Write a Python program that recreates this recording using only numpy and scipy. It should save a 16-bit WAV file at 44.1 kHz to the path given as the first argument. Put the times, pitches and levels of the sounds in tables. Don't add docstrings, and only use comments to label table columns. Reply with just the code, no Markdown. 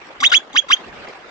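import sys
import numpy as np
from scipy import signal
from scipy.fft import rfft, irfft, next_fast_len
from scipy.io import wavfile
from scipy.ndimage import uniform_filter1d, map_coordinates

SR = 44100
rng = np.random.default_rng(int(sys.argv[2]) if len(sys.argv) > 2 else 0)


def boost(x):
    u = np.asarray(x, float) / 20
    return 10 ** u


def digitize_waveform(pressure):
    field = np.atleast_2d(pressure).T
    bounded = np.clip(field, -1, 1)
    quanta = np.round(bounded * 32767).astype(np.int16)
    wavfile.write(sys.argv[1], SR, quanta)


N = 57330
T_S = np.arange(N) / SR


def unit(x):
    return x / np.sqrt(np.mean(x ** 2) + 1e-20)


def along(points, hz):
    f, v = np.transpose(points)
    return np.interp(np.log(hz + 1), np.log(f + 1), v)


def wobble(rate_hz):
    knots = rng.standard_normal(int(N * rate_hz / SR) + 4)
    return map_coordinates(knots, [np.arange(N) * rate_hz / SR])


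def filtered(x, response):
    m = next_fast_len(N + SR // 2)
    return irfft(rfft(x, m) * response(np.fft.rfftfreq(m, 1 / SR)), m)[..., :N]


def gate(start_s, end_s, attack_s, release_s):
    rise = (T_S - start_s) / attack_s
    fall = 1 - (T_S - end_s) / release_s
    return np.sin(np.pi / 2 * np.clip(np.minimum(rise, fall), 0, 1)) ** 2


def patchy(x, patchy_db, size, hz_bins, frames):
    z = signal.stft(x, nperseg=size)[2]
    field = rng.standard_normal(z.shape[-2:])
    field = uniform_filter1d(uniform_filter1d(field, hz_bins, axis=0), frames, axis=1)
    return signal.istft(z * boost(patchy_db * unit(field)), nperseg=size)[1][..., :N]


def pair(spectrum, alike, patchy_db):
    two = patchy(rng.standard_normal((2, N)), patchy_db, 512, 5, 6)

    def mid_side(hz):
        turn = np.arccos(np.clip(along(alike, hz), -1, 1)) / 2
        return boost(along(spectrum, hz)) * [np.cos(turn), np.sin(turn)]

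    mid, side = filtered(two, mid_side)
    return unit(np.array([mid + side, mid - side]))


# (time [s], level [dB])
WIND_STRENGTH = [(0.0, -42), (0.122, -40.5), (0.26, -42), (0.404, -44.5), (0.958, -41), (1.096, -40),
                 (1.3, -40)]
# (frequency [Hz], density [dB per Hz])
RUSH_SPECTRUM = [(88, -50), (150, -14), (390, -5.5), (749, -5.5), (1540, -8.5), (2300, -10.5), (3620, -19),
                 (4980, -23.5), (8230, -39.5), (10700, -71), (18100, -120)]
# (frequency [Hz], density [dB per Hz])
RUMBLE_SPECTRUM = [(12, -31), (20, -16.5), (49, -5.5), (200, -14), (260, -19.5), (440, -120)]
# (frequency [Hz], left-right likeness [-1..1])
RUSH_LIKENESS = [(60, 0.07), (120, -0.87), (240, 1), (480, 0.67), (970, 0.36), (1940, 0.063), (3880, -0.16),
                 (7780, 0.076)]
# (frequency [Hz], left over right [dB])
WIND_LEAN = [(60, -0.5), (160, 0.5), (420, -1), (1110, 2), (2940, -5.5), (7780, 8)]
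# (time [s], length [s], level over the lull [dB])
BUFFETS = [(0.208, 0.047, 16.5), (0.282, .05, 6.5), (0.345, 0.075, 12), (0.54, 0.043, 13.5),
           (0.591, 0.033, 8), (0.684, 0.045, 6), (0.731, 0.032, 7), (0.874, 0.051, 12.5),
           (0.925, .06, 15.5), (1.013, 0.091, 13), (1.094, 0.035, 11)]
RUSH_DB, RUMBLE_DB = 2.5, -22.5


def wind():
    time_s, db = np.transpose(WIND_STRENGTH)
    strength_db = np.interp(T_S, time_s, db)
    rush_db = RUSH_DB + 1.8 * wobble(11.18) + 1.27 * wobble(120)
    rush = boost(rush_db) * pair(RUSH_SPECTRUM, RUSH_LIKENESS, patchy_db=3.0)
    lumps_db = sum(db * gate(s - d, s, d, d) for s, d, db in BUFFETS)
    lumps_db = lumps_db + 2.5 * np.array([wobble(22), wobble(9.9)])
    rumble = boost(RUMBLE_DB + lumps_db) * pair(RUMBLE_SPECTRUM, [(30, .1), (150, 1.0)], patchy_db=0.5)
    return filtered(boost(strength_db) * (rush + rumble),
                    lambda hz: boost(np.outer([.5, -.5], along(WIND_LEAN, hz))))


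# (time [s], level [dB], ring [Hz], T60 [s])
GRIT_TICKS = [
    (1.0745, -25.5, 2070, 0.011),
    (1.084, -27, 780, 0.0075),
    (1.087, -35, 4900, 0.016),
    (1.087, -44, 7000, 0.014),
    (1.107, -41.5, 4800, 0.025),
    (.5, -53, 7000, 0.0057),
]


def ticks():
    out = np.zeros(N)
    for s, db, hz, t60_s in GRIT_TICKS:
        decay = boost(db - 60 * np.abs(T_S - s) / t60_s) * (T_S > s)
        out += decay * np.sin(2 * np.pi * hz * (T_S - s))
    return out


BANK_DB, BANK_T60_S, BANK_WAIT_S = -23, 0.15, 0.0035


def bank(x):
    t = np.arange(SR // 2) / SR
    tail = rng.standard_normal((2, len(t))) * boost(-60 * t / BANK_T60_S) * (t > BANK_WAIT_S)
    return boost(BANK_DB) * signal.fftconvolve(x[None], tail / np.linalg.norm(tail[0]), axes=1)[:, :N]


# (frequency [Hz], width [Hz], depth [dB])
DIPS_LEFT = [(1130, 410, 0.5), (1855, 410, -21), (2794, 370, -10), (3330, 202, -19), (4310, 610, -16.5)]
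# (frequency [Hz], width [Hz], depth [dB])
DIPS_RIGHT = [(1493, 185, -32), (2413, 308, -21.5), (3750, 240, -8), (4260, 350, -7.5), (7000, 1200, -12.5),
              (7900, 2000, -11.5)]
# (frequency [Hz], left lead [rad])
LEFT_LEAD = [(1100, 0.41), (2200, 11.23), (2900, 4.32), (3260, 4.76), (3450, 9.3), (3750, 11.74),
             (5500, 11.7), (6800, 11.06)]


def ports(x):
    def dips(rows, hz):
        return boost(sum(db * np.exp(-(2 * (hz - c) / w) ** 2) for c, w, db in rows))

    def response(hz):
        half_lead = .5j * along(LEFT_LEAD, hz)
        return [dips(DIPS_LEFT, hz) * np.exp(half_lead), dips(DIPS_RIGHT, hz) * np.exp(-half_lead)]

    return filtered(x, response)


# (frequency [Hz], width [Hz], level [dB])
THROAT_MODES = [(784, 164, -6.5), (1240, 450, -6), (2056, 350, 3), (3538, 480, 4.5), (4803, 345, -1.5),
                (5450, 295, -2.5), (6445, 456, 0), (7960, 930, -7.5)]


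def throat(x):
    def ring(f):
        total = 0
        for k, (c, w, db) in enumerate(THROAT_MODES):
            total = total + (-1) ** k * boost(db) * 1j * f * w / (c * c - f * f + 1j * f * w)
        return total ** 2

    return unit(filtered(patchy(x, 5, 256, 3, 4), ring))


# (time [s], length [s], level [dB])
CHEST_GRUNTS = [
    (0.226, 0.056, -34),
    (.55, 0.039, -34),
    (0.707, 0.029, -38),
]
CHEST_HZ = 270


def grunts():
    turn = 2 * np.pi * np.cumsum(CHEST_HZ * (1 + 0.0613 * wobble(60))) / SR
    level = sum(boost(db) * gate(s - d / 2, s, d / 2, d / 2) for s, d, db in CHEST_GRUNTS)
    return (np.sin(turn) + np.sin(3 * turn)) * level


# (time [s], length [s], pitch [Hz], level [dB], overtone [dB])
CLOSING_SQUEAKS = [
    (.208, .012, 1250, -28, -25),
    (.405, .012, 1620, -28, -14),
    (.626, .012, 1600, -30, -8),
    (.645, .025, 560, -36, -8),
    (.691, .018, 1340, -25, -25),
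    (.77, .012, 1800, -31, 5),
]
SQUEAK_SAG = .1


def squeaks():
    out = np.zeros(N)
    for s, d, hz, db, over_db in CLOSING_SQUEAKS:
        sag = 1 - SQUEAK_SAG * np.clip((T_S - s) / d, -1, 1) / 2
        turn = 2 * np.pi * hz * (T_S - s) * sag
        tone = np.sin(turn) + boost(over_db) * np.sin(2 * turn) + boost(-21.5) * np.sin(3 * turn)
        out += boost(db) * gate(s - d / 2, s, d / 2, d / 2) * tone
    return out


# (start [s], length [s], burst [dB], held [dB])
AIR_PUFFS = [
    (0.2024, 0.07, -18.5, -28),
    (0.294, 0.015, -27, -33.5),
    (.3155, 0.017, -23.5, -24),
    (0.529, 0.027, -35, -33.5),
    (0.684, 0.011, -37, -31),
]
BURST_T60_S, PUFF_ATTACK_S, PUFF_RELEASE_S = .03, .002, .012


def puffs():
    level = np.zeros(N)
    for s, d, burst_db, held_db in AIR_PUFFS:
        burst = boost(burst_db - 60 * np.abs(T_S - s) / BURST_T60_S)
        level += (boost(held_db) + burst) * gate(s, s + d, PUFF_ATTACK_S, PUFF_RELEASE_S)
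    return throat(rng.standard_normal(N) * boost(3.2 * wobble(250))) * level


# (time [s], pitch [Hz], effort [dB])
CALLS = [
    [(.22, 1100, -28), (.23, 1110, -17), (.237, 1500, -10), (.246, 2450, -8), (.255, 3210, -7),
     (.263, 3450, -7), (.268, 3540, -7), (.271, 3760, -7), (.279, 3720, -14)],
    [(.316, 1600, -26), (.32, 1520, -12), (.327, 1380, -9), (.334, 1500, -10), (.342, 2200, -8),
     (.351, 2950, -6), (.359, 3270, -7), (.368, 3400, -5.5), (.378, 3385, -11)],
    [(.547, 1050, -32), (.555, 1110, -22), (.561, 1400, -15), (.569, 2070, -11), (.576, 2830, -9),
     (.582, 3190, -7), (.59, 3340, -5.5), (.596, 3320, -8), (.6, 3240, -18)],
    [(.697, 950, -32), (.705, 1090, -18), (.711, 1320, -11), (.719, 2050, -10), (.726, 2770, -9),
     (.732, 3130, -6), (.736, 3220, -4.5), (.743, 3230, -9), (.748, 3120, -22)],
]
# (frequency [Hz], level under the whistle [dB])
OVERTONE = [(2000, -28.5), (2900, -11.5), (3700, -7), (4500, -18), (5500, -20), (6400, -21), (7000, -21.5),
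            (7700, -42.5)]
FADE_S, JITTER = .004, .004
HIGHER_DB = -10
FLUTTER_DB, RASP_DB = .5, 3
AIR_DB, AIR_CLEARS_HZ, AIR_CLEARS_DB = -12.5, 3146, -8.5


def whistles():
    out = np.zeros(N)
    air = throat(rng.standard_normal(N) * boost(2.1 * wobble(200)))
    for rows in CALLS:
        time_s, hz, db = np.transpose(rows)
        pitch_hz = uniform_filter1d(np.interp(T_S, time_s, hz), size=130) * (1 + JITTER * wobble(400))
        turn = 2 * np.pi * np.cumsum(pitch_hz) / SR
        tone = np.sin(turn)
        for k in range(2, 5):
            over_db = along(OVERTONE, k * pitch_hz) + HIGHER_DB * (k - 2.5) + 2.0 * wobble(500)
            tone += boost(over_db) * np.sin(k * turn)
        height = pitch_hz / AIR_CLEARS_HZ
        leak = boost(AIR_DB + AIR_CLEARS_DB * height ** 4) * air
        flutter_db = (FLUTTER_DB + RASP_DB * np.clip(1 - height ** 2, 0, 1)) * wobble(600)
        effort = np.sqrt(2) * boost(np.interp(T_S, time_s, db))
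        out += effort * gate(time_s[0], time_s[-1], FADE_S, FADE_S) * (boost(flutter_db) * tone + leak)
    return out


def scene():
    animal = grunts() + squeaks() + puffs() + whistles()
    return wind() + ticks() + bank(animal) + ports(animal)


def low_pass(x):
    return signal.sosfilt(signal.butter(12, 8380, fs=SR, output="sos"), x)


CEILING, KNEE = .97, 6


def record(dry):
    mix = dry / (1 + np.abs(dry / CEILING) ** KNEE) ** (1 / KNEE)
    return low_pass(mix)


dry = scene()
out = record(dry)
digitize_waveform(out)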